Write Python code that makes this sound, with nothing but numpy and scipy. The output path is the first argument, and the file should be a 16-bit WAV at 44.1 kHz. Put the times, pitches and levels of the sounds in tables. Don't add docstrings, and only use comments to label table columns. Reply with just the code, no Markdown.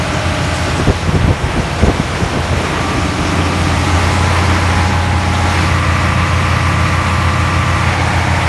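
import sys
import numpy as np
from scipy import signal
from scipy.fft import rfft, irfft, next_fast_len
from scipy.io import wavfile
from scipy.ndimage import uniform_filter1d, map_coordinates

SR = 44100
rng = np.random.default_rng(int(sys.argv[2]) if len(sys.argv) > 2 else 0)


def wav_out(sig):
    wavfile.write(sys.argv[1], SR, np.round(np.clip(np.atleast_2d(sig).T, -1, 1) * 32767).astype(np.int16))


N = 373968
CYCLE_HZ, SHAFT_HZ = 14.61, 40.53
TOP_HZ = 11900

# arrival t/s, crossfade/s
WALK = [(-1, .2), (.85, .4), (2.72, .45), (3.85, .5), (5.62, .22), (7.87, .14)]
EXHAUST_FADER = [-3, -4, -8, -1, 3, 1]
SHAFT_FADER = [-4, -8, -10, -1.5, 0.7, 2]
PANEL_FADER = [0.5, -2.5, 0.5, 2.5, 1, 1.5]
WHINE_FADER = [-34, -33.5, -33, -27.5, -36, -31.3]
HISS_FADER = [-29.5, -30, -29, -27.7, -30, -29.5]
RUMBLE_FADER = [-23.5, -22.8, -22, -23.7, -28, -27.5]

# t/s, level/dB
FIRING_LEVEL = [(0, -23.5), (0.55, -22), (2, -26), (2.7, -25.5), (3.45, -18.5), (4.1, -14.5), (4.7, -15),
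                (6, -16.5), (8.48, -18.0)]
# multiple of the cycle, pre-fader level/dB
EXHAUST_ORDERS = [(4, -35.5), (7, -40), (8, -36), (10, -34), (11, -33.5), (12, -33), (14, -39.5), (15, -37)]
# multiple of its speed, pre-fader level/dB
SHAFT_ORDERS = [(2, -27.5), (3, -23.5), (5, -49)]
# f/Hz, gain/dB
FRONT_EQ = [(70, -27), (135, 0), (230, -11.5), (300, -3.5), (380, -11.5), (490, -16), (630, -7.5),
            (780, -12.5), (1300, -11), (1650, -14), (2400, -15), (3200, -21.5), (4500, -32), (7000, -60)]
TURN_EQ = [(70, -24), (140, -12.5), (230, -10), (300, -6.5), (420, -8), (630, -7), (800, -9.5),
           (1300, -9.5), (1650, -11.5), (2400, -13.5), (3200, -19.5), (4500, -32.5), (7000, -62)]
PILE_EQ = [(70, -30), (140, 4), (230, -6), (305, 0.5), (420, -8.5), (510, -16), (640, -8.5), (900, -10),
           (1070, -13), (1220, -7), (1450, -13.5), (2500, -13.5), (4500, -37), (7000, -62)]
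CHASSIS_EQ = [(70, -30), (130, -9), (185, 2), (255, -9.5), (305, -3), (420, -12), (700, -10.5), (900, -8),
              (1250, -9.5), (1650, -12), (2200, -11.5), (3200, -22), (4500, -30), (7000, -62)]
BEAM_EQ = [(70, -25), (135, -3.5), (195, -4), (250, -11.5), (320, -6.5), (410, -16.5), (620, -11),
           (750, -14), (1230, -10), (1550, -14.5), (2050, -12), (2600, -15), (3100, -23.5), (7000, -47)]
DECK_EQ = [(70, -32), (135, -7), (185, -3), (235, -13.5), (305, -6), (380, -17), (550, -12.5), (850, -10),
           (1250, -10.5), (1600, -12.5), (2200, -11.5), (3100, -23.5), (4500, -32), (7000, -60)]
# f/Hz, share of power
REPEAT_SHARE = [(130, 0.26), (300, 0.69), (600, 0.71), (1200, 0.53), (2200, 0.61), (3300, 0.42), (5000, 0)]
# gain/dB, factor on the repeating share
CLATTER_MIX = [(1.6, 0.8), (-1.67, 0.76), (-0.7, 0.97), (1.33, 0.77), (3, 0.86), (3.5, 1)]
# t/s, half length/s, hiss gain/dB, clatter gain/dB
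DIPS_AND_LIFTS = [(.9, 0.2, 0.5, -2.3), (1.35, 0.3, -3, -1), (2.95, .12, 0, 1.5), (3.38, 0.19, 0.5, 2.5),
                  (4.474, 0.24, 0.5, 2), (5.083, 0.23, -3.5, -2), (5.63, .12, 1.8, -0.2)]

# multiple of the cycle, front level/dB, side level/dB, behind-beam level/dB
PANEL_TONES = [(35, -48, -40, -38), (39, -39, -40, -44), (42, -32, -39, -38), (48, -36, -39, -44),
               (49, -45, -40, -39), (54, -44, -39, -43), (63, -42, -37.5, -46), (69, -39, -39, -34.5),
               (75, -44, -44, -35), (77, -46, -42, -39), (80, -39, -35, -27), (92, -40, -41, -38),
               (105, -37, -39, -50), (133, -50, -47, -37), (138, -45, -43, -37)]
# multiple of the cycle, t/s, half length/s, boost/dB
PANEL_CLOSE_UPS = [(80, 2.85, .2, 4), (80, 3.55, .22, 5), (63, 3.2, .35, 5), (63, 8.2, .35, 7)]
WHINE_NODES = [3, 4.5, 5.77]
# f/Hz, relative level/dB
HISS_EQ = [(1000, -40), (1800, -12), (3000, -2), (4300, -3), (4950, -5), (5500, -3), (5950, -6.5),
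           (6600, -6.5), (7800, -11.5), (9000, -10.5), (10400, -16.5), (11200, -15), (11900, -25.5)]
# t/s, half length/s, hiss boost/dB
HEAVY_LOADS = [(.62, .16, 2), (3.9, 0.45, 1.5)]
# f/Hz, relative level/dB
RUMBLE_EQ = [(20, -46), (32, -30), (45, -3.5), (60, -4), (76, 6), (100, -7), (140, -3), (220, -14.5),
             (500, -72)]
# centre t/s, level/dB, pitch f/Hz, half length/s
SKITTERS = [(.14, -35, 6500, .03), (.55, -38, 4500, .03), (.56, -33.5, 8000, 0.031),
            (.63, -37, 7700, 0.023), (.78, -36, 8000, .03), (1.86, -35, 6500, .02), (3.28, -32, 5500, .025),
            (3.413, -30, 2980, .02), (3.948, -35.5, 6450, 0.066), (4.14, -37, 7600, 0.065),
            (4.88, -31, 4700, .015), (5.351, -29, 3500, 0.016)]
# t/s, level/dB
BREEZE_LEVEL = [(.5, -50), (1, -29), (2.9, -29.5), (3.7, -45)]
# centre t/s, level at the crest/dB, half length/s, corner f/Hz
WIND_BUMPS = [(0.691, -16, 0.018, 200), (.8, -14, .021, 300), (0.894, -4.5, .016, 300),
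              (1.085, -11.5, .014, 160), (1.154, -10, 0.019, 260), (1.231, -11, 0.033, 100),
              (1.296, -6.5, 0.018, 270), (1.46, -15.5, 0.034, 130), (1.58, -13.5, .03, 230),
              (1.84, -5.5, 0.015, 300), (1.889, -8, 0.02, 400), (2.001, -7.5, 0.0054, 160),
              (2.239, -13.5, 0.03, 260), (2.363, -17, 0.029, 600), (2.53, -15, 0.036, 200),
              (2.981, -16.5, 0.043, 280)]


def amp(db):
    return 10 ** (np.asarray(db) / 20)


def unit(x):
    return x / np.sqrt(np.mean(x ** 2) + 1e-20)


def clock():
    return np.arange(N) / SR


def along(points, hz):
    f, values = np.transpose(points)
    return np.interp(np.log(hz + 1), np.log(f + 1), values)


def envelope(points):
    return np.interp(clock(), *np.transpose(points))


def wobble(rate):
    return map_coordinates(rng.standard_normal(int(N * rate / SR) + 4), [clock() * rate])


def swell(s, half):
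    return np.exp(-((clock() - s) / half) ** 2)


def filtered(x, response):
    size = next_fast_len(N + 8192)
    return irfft(rfft(x, size) * response(np.fft.rfftfreq(size, 1 / SR)), size)[:N]


def coloured(x, eq):
    return unit(filtered(x, lambda hz: amp(along(eq, hz))))


def tone(turns, db):
    return np.sqrt(2) * amp(db) * np.cos(2 * np.pi * turns)


def walk():
    arrived = [np.clip((clock() - s) / fade + .5, 0, 1) for s, fade in WALK] + [np.zeros(N)]
    return np.abs(np.diff(arrived, axis=0))


def fader(levels_db, shares):
    return np.asarray(levels_db) @ shares


def dips_and_lifts():
    return sum(np.outer(gains_db, swell(s, half)) for s, half, *gains_db in DIPS_AND_LIFTS)


def drone(cycles, shares):
    exhaust_db, shaft_db = fader(EXHAUST_FADER, shares), fader(SHAFT_FADER, shares)
    firing = tone(6 * cycles, envelope(FIRING_LEVEL))
    exhaust = sum(tone(order * cycles + rng.random(), db + exhaust_db + 0.46 * wobble(1.79))
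                  for order, db in EXHAUST_ORDERS)
    shaft = sum(tone(order * SHAFT_HZ * clock(), db + shaft_db) for order, db in SHAFT_ORDERS)
    return firing + exhaust + shaft


def knocks(cycles, decay_s=.02, uneven_db=1, ripple_db=5.5, cylinders=6, size=8192):
    age = (np.arange(size) / size - np.arange(cylinders)[:, None] / cylinders) % 1 / CYCLE_HZ
    bursts = rng.standard_normal(age.shape) * np.exp(-age / decay_s)
    bursts *= amp(uneven_db * rng.standard_normal((cylinders, 1)))
    orders = rfft(bursts.sum(axis=0))
    orders = orders / np.abs(orders) * amp(ripple_db * rng.uniform(-1, 1, len(orders)))
    loop = irfft(orders * (np.arange(len(orders)) * CYCLE_HZ < TOP_HZ))
    return unit(np.interp(cycles % 1, np.arange(size) / size, loop, period=1))


def clatter(cycles, shares):
    out = np.zeros(N)
    pulse_db = .5 * tone(6 * cycles, 0)
    rush = unit(rng.standard_normal(N) * amp(pulse_db + 0.98 * wobble(20)))
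    bandwidth = TOP_HZ / (SR / 2)
    eqs = [FRONT_EQ, TURN_EQ, PILE_EQ, CHASSIS_EQ, BEAM_EQ, DECK_EQ]
    for share, eq, (db, steadiness) in zip(shares, eqs, CLATTER_MIX):
        repeats = lambda hz: np.clip(steadiness * along(REPEAT_SHARE, hz), 0, .97)
        colour = lambda hz: amp(along(eq, hz))
        knocking = filtered(knocks(cycles), lambda hz: colour(hz) * np.sqrt(repeats(hz) * bandwidth))
        rushing = filtered(rush, lambda hz: colour(hz) * np.sqrt(1 - repeats(hz)))
        out += np.sqrt(share) * amp(db) * (knocking + rushing)
    _, ride_db = dips_and_lifts()
    return out * amp(ride_db)


def panels(cycles, at_front, behind_beam):
    ring = np.zeros(N)
    walking = 1 - .75 * np.maximum(at_front, behind_beam)
    for order, front_db, side_db, beam_db in PANEL_TONES:
        db = side_db + (front_db - side_db) * at_front + (beam_db - side_db) * behind_beam
        db += sum(boost * swell(s, half) for k, s, half, boost in PANEL_CLOSE_UPS if k == order)
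        fading_db = 3 * walking * wobble(4)
        drift = .2 * walking * wobble(3)
        ring += tone(order * cycles + rng.random() + drift, db + fading_db - walking)
    return ring


def whine(cycles, shares, order=57, dip_db=9, dip_half_s=0.19):
    nodes_db = dip_db * sum(swell(s, dip_half_s) for s in WHINE_NODES)
    return tone(order * cycles, fader(WHINE_FADER, shares) - nodes_db + 1.2 * wobble(8))


def sparkle(x, depth_db):
    spectrogram = signal.stft(x, nperseg=256)[2]
    patches = rng.standard_normal(spectrogram.shape)
    for _ in range(2):
        patches = uniform_filter1d(uniform_filter1d(patches, size=4, axis=0), size=12, axis=1)
    return signal.istft(spectrogram * amp(depth_db * unit(patches)), nperseg=256)[1][:N]


def stone_hiss(shares, clicks_per_s=1500):
    clicks = unit(rng.standard_normal(N) * (rng.random(N) < clicks_per_s / SR))
    stream = sparkle(rng.standard_normal(N) + 0.27 * clicks, depth_db=0.96) * amp(0.23 * wobble(16))
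    load_db = sum(db * swell(s, half) for s, half, db in HEAVY_LOADS)
    ride_db, _ = dips_and_lifts()
    return coloured(stream, HISS_EQ) * amp(fader(HISS_FADER, shares) + load_db + ride_db)


def rumble(shares):
    bed = coloured(rng.standard_normal(N), RUMBLE_EQ)
    return bed * amp(fader(RUMBLE_FADER, shares) + 0.5 * wobble(7.9))


def skitters(contacts_per_s=3000, relative_width=0.13):
    out, size = np.zeros(N + SR), SR // 2
    t, hz = (np.arange(size) - size // 2) / SR, np.fft.rfftfreq(size, 1 / SR)
    for s, db, pitch_hz, half in SKITTERS:
        contacts = rng.standard_normal(size) * (rng.random(size) < contacts_per_s / SR)
        resonance = 1 / (1 + ((hz / pitch_hz - 1) / relative_width) ** 2)
        ring = unit(irfft(rfft(contacts) * resonance, size))
        out[round(s * SR):][:size] += amp(db) * ring * np.exp(-(t / half) ** 2)
    return out[size // 2:][:N]


def turbulence(hz, corner_hz, low_cut_hz=38.6):
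    port = (hz / low_cut_hz) ** 3 / (1 + (hz / low_cut_hz) ** 3.4)
    return port / np.sqrt((1 + (hz / corner_hz) ** 3) * (1 + (hz / corner_hz / 4.2) ** 6))


def breeze(eddies_per_s=30, swing_db=8):
    air = filtered(rng.standard_normal(N), lambda hz: turbulence(hz, corner_hz=420))
    flutter = amp(swing_db * np.tanh(wobble(eddies_per_s)))
    return unit(air * flutter) * amp(envelope(BREEZE_LEVEL))


def gusts(ragged_db=2.5, ragged_per_s=160, size=16384):
    out = np.zeros(N + size)
    t, hz = (np.arange(size) - size // 2) / SR, np.fft.rfftfreq(size, 1 / SR)
    ragged = amp(ragged_db * wobble(ragged_per_s))
    for s, db, half, corner_hz in WIND_BUMPS:
        start = round(s * SR) - size // 2
        shape = np.exp(-np.abs(t / half) ** np.where(t < 0, 4, 2) / 2)
        air = irfft(turbulence(hz, corner_hz) * np.exp(2j * np.pi * rng.random(len(hz))))
        thump = unit(air * shape * ragged[start:][:size])
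        out[start:][:size] += amp(db) * thump * np.sqrt(np.mean(shape ** 2))
    return out[:N]


def rattle(cycles, behind_beam, pitch_hz=1055, half_s=.0055):
    t = (cycles % 1 - .5) / CYCLE_HZ
    jitter = .05 * wobble(200)
    burst = amp(-18 + 1.5 * wobble(14)) * np.exp(-(t / half_s) ** 2)
    return tone(pitch_hz * t + jitter, 0) * burst * behind_beam


def scene():
    speed_hz = CYCLE_HZ * (1 + 0.0005 * wobble(2) + 0.00081 * wobble(15))
    cycles = np.cumsum(speed_hz) / SR
    shares = walk()
    at_front, *_, behind_beam, _ = shares
    engine = drone(cycles, shares) + clatter(cycles, shares)
    ringing = panels(cycles, at_front, behind_beam) * amp(fader(PANEL_FADER, shares))
    steelwork = ringing + whine(cycles, shares) + rattle(cycles, behind_beam)
    stone = stone_hiss(shares) + skitters()
    return (engine + steelwork + stone + rumble(shares) + gusts() + breeze())[None]


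def record(dry):
    ceiling, low_cut_hz = .94, 31
    rounded = dry[0] / (1 + np.abs(dry[0] / ceiling) ** 8) ** (1 / 8)
    return filtered(rounded, lambda hz: hz ** 6 / (hz ** 6 + low_cut_hz ** 6) * (hz < TOP_HZ))[None]


dry = scene()
out = record(dry)
wav_out(out)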